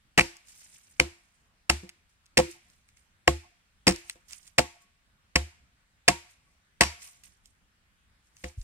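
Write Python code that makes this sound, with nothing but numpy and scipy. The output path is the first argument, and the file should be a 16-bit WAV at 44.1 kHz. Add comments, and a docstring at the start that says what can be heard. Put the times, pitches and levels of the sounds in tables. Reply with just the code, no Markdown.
"""Sharp, woody axe blows bite into a felled log, close by in a quiet wood. Each blow rings the log
and the steel head while the fibres split in a cluster of cracks; trunks and a far slope answer.
Chips and bark drop into dry leaf litter, the log bounces and a boot lands near the end.
Far leaves hiss softly underneath."""
import sys
import numpy as np
from scipy import signal
from scipy.fft import rfft, irfft, next_fast_len
from scipy.io import wavfile
from scipy.ndimage import uniform_filter1d, map_coordinates

SR = 44100
rng = np.random.default_rng(int(sys.argv[2]) if len(sys.argv) > 2 else 0)


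def transcribe(signal):
    """Save signal, clipped to [-1, 1], as a 16-bit WAV file at the path in sys.argv[1]."""
    frames = np.atleast_2d(signal).T
    limited = np.clip(frames, -1, 1)
    pcm = np.round(limited * 32767).astype(np.int16)
    wavfile.write(sys.argv[1], SR, pcm)


N = 380583

# Blows on the log, two rebounds included. Each row: start in seconds, sway in dB, sway length in seconds,
# thump in dB, seconds the edge keeps driving, five levels in dB for the bend families from low to high,
# axe head in dB, tearing in dB, trunk echo in dB, tail brightness in dB per octave.
BLOWS = [(0.176, -31.5, .15, -18.5, 0.012, -14.5, -23, -17.5, -26, -38, -36.5, -18.5, -30, 0.1),
         (0.996, -31.5, .18, -28, 0.002, -28.5, -26.5, -27.5, -34, -45, -65, -27, -36, -0.5),
         (1.694, -27.5, 0.2, -28, 0.002, -33.5, -27, -39, -34, -50, -69, -26, -35, 0.6),
         (1.83, -58, 0.15, -53, 0.002, -37, -45.5, -53.5, -64, -75, -90, -58, -71, 0.1),
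         (2.371, -29.5, .17, -16, 0.017, -17.5, -15.5, -7.5, -31.5, -41, -52, -22, -32, 0.6),
         (3.275, -25.5, 0.22, -24.5, 0.002, -26, -24, -22, -29, -45, -64.5, -25.5, -35.5, 0.1),
         (3.868, -30, .15, -16.5, 0.012, -11.5, -20, -17.5, -35, -41, -55.5, -18, -31.5, 0.1),
         (4.154, -85, .1, -68, 0.002, -68, -70, -59, -65.5, -76, -86.5, -64, -73, 0.1),
         (4.581, -35, 0.17, -23.5, 0.006, -45, -32, -22, -24, -30.5, -56.5, -19, -35, 0.1),
         (5.355, -25.5, 0.21, -30, 0.002, -32.5, -34, -27.5, -32, -50.5, -60, -28, -36, 0.1),
         (6.079, -40, .22, -25, 0.005, -20.5, -32, -25, -30, -30, -58, -18.5, -32, 0.1),
         (6.807, -30, .22, -25, 0.008, -20.5, -36, -32, -21.5, -32, -34.5, -16, -27.5, -0.3),
         (8.438, -35, 0.13, -44, 0.002, -37.5, -44.5, -37.5, -44.5, -65, -96, -42, -50.5, 0.1)]
# The midrange clack of cracks and chips. Each row: centre in Hz, width in Hz, level in dB.
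CLACK = [(2060, 610, 0), (2775, 570, -2)]


def log_and_axe_ring():
    """Log and steel ring: where the edge lands sets each bend's level; loose contact adds flutter."""
    # The log's bending modes, one list a family. Each row: pitch in Hz, relative dB, t60 in seconds.
    log_families = [
        [(187.4, -1.5, 0.11)],
        [(343.4, 0.5, 0.23)],
        [(514.4, 0.5, 0.13)],
        [(705.5, 2, 0.13), (852, -9, 0.2), (705, -29, 0.64)],
        [(951, -1.5, 0.25), (1099, 0.5, 0.15), (1120, -35, 1), (1290, -8, 0.069), (1595, -7, 0.12)],
    ]
    # The axe head's modes. Each row: pitch in Hz, relative dB, t60 in seconds.
    steel_modes = [(4640, -1, .3), (5705, 0, .3), (6523, -13, .25), (8900, -12, .2), (11300, -12, .35)]
    out, t = np.zeros(N), np.arange(SR) / SR

    def mode(hz, db, t60, attack, flutter_db):
        flutter = flutter_db * map_coordinates(rng.standard_normal(44), [40 * t])  # 40 values a second
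        onset = 1 - np.exp(-(t / attack) ** 2)
        return amp(db + flutter - 60 * t / t60) * np.sin(2 * np.pi * hz * t) * onset

    for start, _, _, _, drive, *bends_db, steel_db, _, _, _ in BLOWS:
        for family, family_db in zip(log_families, bends_db):
            for hz, db, t60 in family:
                detuned = hz * rng.normal(1, 0.0075)
                add(out, start, mode(detuned, db + family_db, t60, drive, flutter_db=2.5 + hz / 400))
        for hz, db, t60 in steel_modes:
            add(out, start, mode(hz, db + steel_db, t60, attack=.002, flutter_db=4.0))
    return out


def fibre_cracks():
    """Splitting fibres fire short bursts, each a mix of low knock, mid clack and bright snap."""
    # Fibres giving way. Each row: peak in seconds, knock, clack and snap in dB, ms to fall 9 dB.
    splits = [(0.1782, -23.5, -12, -26, 2.4), (0.1861, -18, -5.5, -23, 1), (0.1898, -22, -10, -30, 1.4),
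              (0.1951, -28.5, -7, -17.5, 2), (0.2085, -33.5, -20.5, -25.5, 3), (0.2115, -33, -20, -30, 2.5),
              (1.0002, -29, -4, -10.5, 0.8), (1.699, -31, -6, -14, 0.9), (1.7015, -15.5, -25, -13, 1),
              (2.3733, -37, -13.5, -22.5, 0.8), (2.3764, -25, -13.5, -16, 2.4),
              (2.3789, -29.5, -21.5, -13, 1), (2.3879, -19, -25.5, -26.5, 5.3),
              (2.3985, -24.5, -24, -27.5, 3.3), (3.2783, -11, -5, -15, 1.5), (3.8698, -26, -16.5, -21, 2.1),
              (3.8777, -28, -13.5, -22.5, 2.6), (3.8807, -22.5, -23.5, -13, 3),
              (3.8906, -24.5, -27, -21.5, 4), (3.8976, -34.5, -26.5, -29, 3.1),
              (3.9098, -37, -30, -26.5, 2.2), (3.9224, -44, -36.5, -33, 2.6), (4.5853, -18.5, -9, -15, 2.8),
              (4.5916, -12, -24, -18.5, 3), (5.3585, -19.5, -10, -14.5, 4), (6.0806, -13, -9, -15.5, 4),
              (6.0846, -15, -15.5, -11.5, 3.2), (6.8099, -19, -7.5, -10.5, 2.4),
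              (6.8177, -18, -18, -24.5, 4.7), (6.8356, -38.5, -18, -21, 2.5),
              (8.4427, -52.5, -32.5, -40, 1.8)]
    # The low and the bright colour of a crack. Each row: centre in Hz, width in Hz, level in dB.
    knock = [(520, 98, -2.5), (712, 47, 3.5), (870, 91, -1.5), (1096, 42, -1), (1310, 130, -9)]
    snap = [(4537, 830, 4.5), (5600, 1000, 2.5), (7600, 1800, -2), (9470, 1900, -3), (12800, 9600, -20)]
    return bursts(splits, (knock, CLACK, snap), rise_ms=0.89)


def log_sway():
    """The log thumps and rocks on its rests: pitch climbs as the swing shrinks; the ground stops it."""
    # The dull push of a blow. Each row: centre in Hz, width in Hz, level in dB.
    thump = [(43.5, 14, -7), (143, 37, 3), (227, 64, 1), (310, 100, 0.5)]
    rocking, push, t = np.zeros(N), np.zeros(N), np.arange(SR // 3) / SR
    hz = 80 - 22 * np.exp(-t / 0.054)
    for start, db, length, thump_db, *_ in BLOWS:
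        swing = amp(db - 64 * (t / length) ** 2) * (1 - np.exp(-t / .006))
        add(rocking, start, swing * np.sin(2 * np.pi * np.cumsum(hz) / SR))
        add(push, start, amp(thump_db - 60 * t / 0.12))
    return rocking + resonant(push * rng.standard_normal(N), thump)


def tearing_and_trunks():
    """After each blow the cut tears on for a moment and the trunks scatter the crack back for longer."""
    # The colour of each blow's whole tail, tearing and echoes, as the microphone hears it.
    # Each row: frequency in Hz, density in dB.
    tail_colour = [(200, -29), (500, -7), (1000, -6.5), (1500, -8), (2400, -4.5), (3100, -7.5),
                   (3900, -9.5), (4900, -10), (6300, -11), (7800, -8), (9500, -16.5), (10800, -22),
                   (13000, -25), (16000, -41.5)]
    # How the trunk echo lingers by band. Each row: frequency in Hz, factor on the base t60.
    linger = [(300, 0.82), (1000, 0.68), (1600, 1.05), (2400, 1.2), (3300, 0.92), (5000, 1.2), (9000, 0.99),
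              (11000, 1.4), (15000, 0.69)]
    tear_t60, trunk_base_t60, deep_t60 = .082, 0.32, 1.1  # seconds
    out = np.zeros((2, N))
    for start, *_, tear_db, echo_db, bright_db in BLOWS:
        noise = unit(spread(rng.standard_normal((2, 3 * SR // 4)), tail_colour))
        hz, t, spectrum = signal.stft(noise, SR, nperseg=256)
        hz = hz[:, None]
        tear = amp(tear_db - 60 * t / tear_t60)
        trunks = amp(echo_db - 60 * t / (trunk_base_t60 * along(linger, hz)))
        deep_wood = amp(echo_db - 20 - 60 * t / deep_t60 - 6 * abs(np.log2(hz / 2300 + .01)))
        brightness = amp(bright_db * np.log2(hz / 2000 + .1))
        tail = signal.istft(spectrum * brightness * (trunks + deep_wood + tear), SR, nperseg=256)[1]
        onset = np.clip(np.arange(tail.shape[1]) / (0.0014 * SR), 0, 1) ** 2
        add(out, start, tail * onset)
    return out


def chip_ticks():
    """Falling chips tick with a sharp start and no body."""
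    # Chips and twigs hitting the ground. Each row: peak in seconds, twig in dB, clack in dB.
    landings = [(0.3681, -43, -58), (0.485, -46, -63), (0.747, -52.5, -65), (1.8921, -36.5, -42),
                (1.8981, -47, -43), (2.2589, -55, -69), (2.2636, -55.5, -77), (2.7005, -53.5, -76),
                (2.8889, -56, -58), (2.9715, -57, -57), (3.9613, -35, -56), (4.0975, -25.5, -28.5),
                (4.2834, -54, -63), (4.309, -39, -60), (4.3264, -45, -56), (4.3323, -33.5, -46),
                (4.4298, -52, -66), (4.468, -56, -61.5), (4.4775, -43.5, -55.5), (7.2369, -45, -57.5),
                (7.4577, -47.5, -70), (8.3678, -49, -53), (8.615, -46.5, -71)]
    # The thin colour of a twig. Each row: centre in Hz, width in Hz, level in dB.
    twig = [(4470, 2500, -1.5), (8550, 3000, -1), (11600, 3500, -8)]
    fall_ms = 1.73
    return bursts([(*row, fall_ms) for row in landings], (twig, CLACK), rise_ms=0.32)


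def leaf_litter():
    """Each shower of debris swells, fades and crackles in short patches across the treble."""
    # Debris landing in leaves. Each row: peak in seconds, level in dB, seconds to swell 20 dB,
    # seconds to fade 20 dB, left minus right in dB.
    showers = [(.39, -73, 0.016, .08, -0.5), (.486, -57, 0.039, 0.84, -4), (.61, -61, 0.16, 0.14, 2.5),
               (0.75, -59.5, 0.029, 0.065, 2), (0.917, -68.5, .08, 0.03, 4),
               (2.094, -68.5, 0.0076, 0.074, -0.5), (2.512, -46.5, 0.044, 0.049, -1.5),
               (2.72, -68.5, .3, 0.18, -4.5), (2.886, -71, 0.0062, .12, -4), (2.97, -66, .01, .12, -7),
               (3.99, -53.5, 0.032, 0.044, -1.5), (4.05, -61.5, .03, 0.16, -5),
               (4.1, -49.5, 0.023, 0.056, 1), (4.285, -55, 0.0035, 0.21, -10),
               (4.33, -52, 0.049, 0.072, -10), (4.476, -56.5, 0.045, .04, -6.5),
               (4.72, -66.5, .03, 0.055, -2), (4.82, -62.5, 0.023, 0.043, -1),
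               (6.31, -59, 0.051, 0.053, -1), (6.52, -76.5, 0.23, .15, 1), (7.03, -45, 0.042, 0.14, -2),
               (7.237, -54, .004, 0.11, -6.5), (7.455, -66, .02, 0.11, -8), (8.28, -73, 0.11, 0.091, 2),
               (8.37, -65, .03, .2, 0), (8.43, -66, 0.089, 0.089, 1), (8.488, -56.5, 0.073, 0.04, -7),
               (8.604, -61.5, 0.059, 0.26, -2)]
    # The rustle of dry leaves. Each row: frequency in Hz, density in dB.
    dry_leaves = [(410, -33), (700, -19.5), (934, -18), (1330, -15.5), (2220, -6), (3500, -10.5),
                  (4490, -9), (5690, -4), (9230, -2.5), (10900, -13), (14600, -17), (15400, -25),
                  (16000, -51.5)]
    gain, t = np.zeros((2, N)), np.arange(-SR // 2, SR) / SR
    for peak, db, swell, fade, pan_db in showers:
        shape_db = db - 20 * np.where(t < 0, -t / swell, t / fade)
        first = max(0, round((-t[0] - peak) * SR))
        add(gain, peak + t[first], amp(shape_db[first:] + [[pan_db / 2], [-pan_db / 2]]))
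    return gain * unit(spread(patchy(bands=24, steps=2, depth_db=3.5), dry_leaves))


def boot():
    """A boot on soft ground gives low pushes with no ring."""
    # The thuds of one footfall. Each row: peak in seconds, level in dB, pitch in Hz.
    thuds = [(8.585, -29, 81), (8.607, -32.5, 38.16)]
    out, t = np.zeros(N), np.arange(-SR // 20, SR // 20) / SR
    for peak, db, hz in thuds:
        add(out, peak + t[0], -amp(db) * np.cos(2 * np.pi * hz * t) * np.exp(-(t * hz / 0.55) ** 2))
    return out


def slope_echo(cracks):
    """A far slope returns each crack once, dull and smeared."""
    # The colour of the slope's answer. Each row: centre in Hz, width in Hz, level in dB.
    slope = [(720, 220, -2), (1110, 350, -3)]
    delay_s, t = .147, np.arange(SR // 10) / SR
    smear = rng.standard_normal((2, len(t))) * np.exp(-((t - .02) / 0.023) ** 2)
    smear /= np.linalg.norm(smear[0])
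    dull = resonant(resonant(cracks, slope), slope)
    late = np.pad(dull, (round(delay_s * SR), 0))[None]
    return amp(-70) * signal.fftconvolve(late, smear, axes=1)[:, :N]


def far_leaves():
    """Distant foliage hisses in slow, shallow patches over a low rumble of air."""
    # The bed of leaves and air. Each row: frequency in Hz, density in dB.
    bed = [(12, -34.5), (20, -2.5), (70, 0.5), (123, -9), (193, -9), (319, -19), (357, -21.5), (527, -22),
           (976, -20), (1530, -15), (2460, -18.5), (6360, -27), (7950, -25.5), (16000, -41.5)]
    return amp(-68.5) * unit(spread(patchy(bands=4, steps=30, depth_db=1.5), bed))


def microphone_ports(x):
    """A near source reaches the two microphone ports with a phase lead and a level tilt."""
    # Phase between the ports. Each row: frequency in Hz, left lead in radians.
    lead = [(20, 0), (60, .06), (170, .2), (300, .8), (520, 1.3), (780, 1.4), (1120, .3), (2240, -1.8),
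            (3190, -1.9), (3790, -3), (5430, -4.6), (8350, -7.5), (13700, -10), (16100, -12.6)]
    # Balance between the ports. Each row: frequency in Hz, left minus right in dB.
    tilt = [(60, 0), (400, -.5), (550, -1), (790, 1.5), (1140, 3.5), (1650, 4.5), (2380, -1.5), (3440, -.5),
            (4970, 2), (7180, 0), (10400, -6), (15000, -4)]
    left = lambda hz: amp(along(tilt, hz) / 2) * np.exp(.5j * along(lead, hz))
    return filtered(x, lambda hz: np.array([left(hz), 1 / left(hz)]))


def spread(pair, spectrum):
    """Two unrelated noises, coloured and mixed to the stereo width of distant sound."""
    # How alike the two sides are. Each row: frequency in Hz, left-right correlation.
    likeness = [(60, 0.76), (130, 0.93), (290, 0.71), (640, 0.59), (1410, -0.27), (3100, 0.13),
                (6820, -0.43), (15000, 0.054)]

    def mid_and_side(hz):
        angle = np.arccos(np.clip(along(likeness, hz), -1, 1)) / 2
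        return amp(along(spectrum, hz)) * [np.cos(angle), np.sin(angle)]

    mid, side = filtered(pair, mid_and_side)
    return np.array([mid + side, mid - side])


def bursts(rows, colours, rise_ms):
    """Noise bursts that leap to a peak and die, each with its own share of every colour."""
    gates, lead_s = np.zeros((len(colours), N)), .012
    ms = np.arange(-lead_s * SR, .08 * SR) / SR * 1000
    for peak, *levels_db, fall_ms in rows:
        drop_db = np.where(ms < 0, 7 * (ms / rise_ms) ** 2, 9 * ms / fall_ms)
        add(gates, peak - lead_s, amp(np.array(levels_db)[:, None] - drop_db))
    return sum(resonant(gate * rng.standard_normal(N), peaks) for gate, peaks in zip(gates, colours))


def patchy(bands, steps, depth_db):
    """Two unrelated noises sharing patches of random gain in frequency and time."""
    spectrum = signal.stft(rng.standard_normal((2, N)), nperseg=256)[2]
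    field = rng.standard_normal(spectrum.shape[1:])
    patches = uniform_filter1d(uniform_filter1d(field, bands, 0), steps, 1)
    return signal.istft(spectrum * amp(depth_db * unit(patches)), nperseg=256)[1][:, :N]


def resonant(x, peaks):
    """Parallel resonances of alternating polarity, scaled so white noise keeps its power."""
    def response(hz):
        return sum((-1) ** k * amp(db) * 1j * hz * width / (centre ** 2 - hz ** 2 + 1j * hz * width)
                   for k, (centre, width, db) in enumerate(peaks))

    power = np.mean(abs(response(np.linspace(0, SR / 2, 2000))) ** 2)
    return filtered(x, response) / np.sqrt(power)


def filtered(x, response):
    """Shape x with a complex response of frequency."""
    size = next_fast_len(x.shape[-1] + 8192)
    return irfft(rfft(x, size) * response(np.fft.rfftfreq(size, 1 / SR)), size)[..., :x.shape[-1]]


def along(points, hz):
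    """Read a curve of (Hz, value) points on a log frequency axis."""
    knots, values = np.transpose(points)
    return np.interp(np.log(hz + 1), np.log(knots + 1), values)


def add(track, start_s, sound):
    i = round(start_s * SR)
    track[..., i:i + sound.shape[-1]] += sound[..., :track.shape[-1] - i]


def amp(db):
    return 10 ** (np.asarray(db) / 20)


def unit(x):
    return x / np.sqrt(np.mean(x ** 2) + 1e-20)


def scene():
    """Close axe work up front; echoes, litter and far leaves wide around it."""
    cracks = fibre_cracks()
    near = log_and_axe_ring() + log_sway() + cracks + chip_ticks() + boot()
    return microphone_ports(near) + tearing_and_trunks() + slope_echo(cracks) + leaf_litter() + far_leaves()


def record(dry):
    """The loudest cracks round off at full scale; the highest treble fades out at the band limit."""
    top_hz, fade_hz = 16500, 900
    rounded = dry / (1 + abs(dry) ** 6) ** (1 / 6)
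    return filtered(rounded, lambda hz: np.sin(np.pi / 2 * np.clip((top_hz - hz) / fade_hz, 0, 1)) ** 2)


dry = scene()
out = record(dry)
transcribe(out)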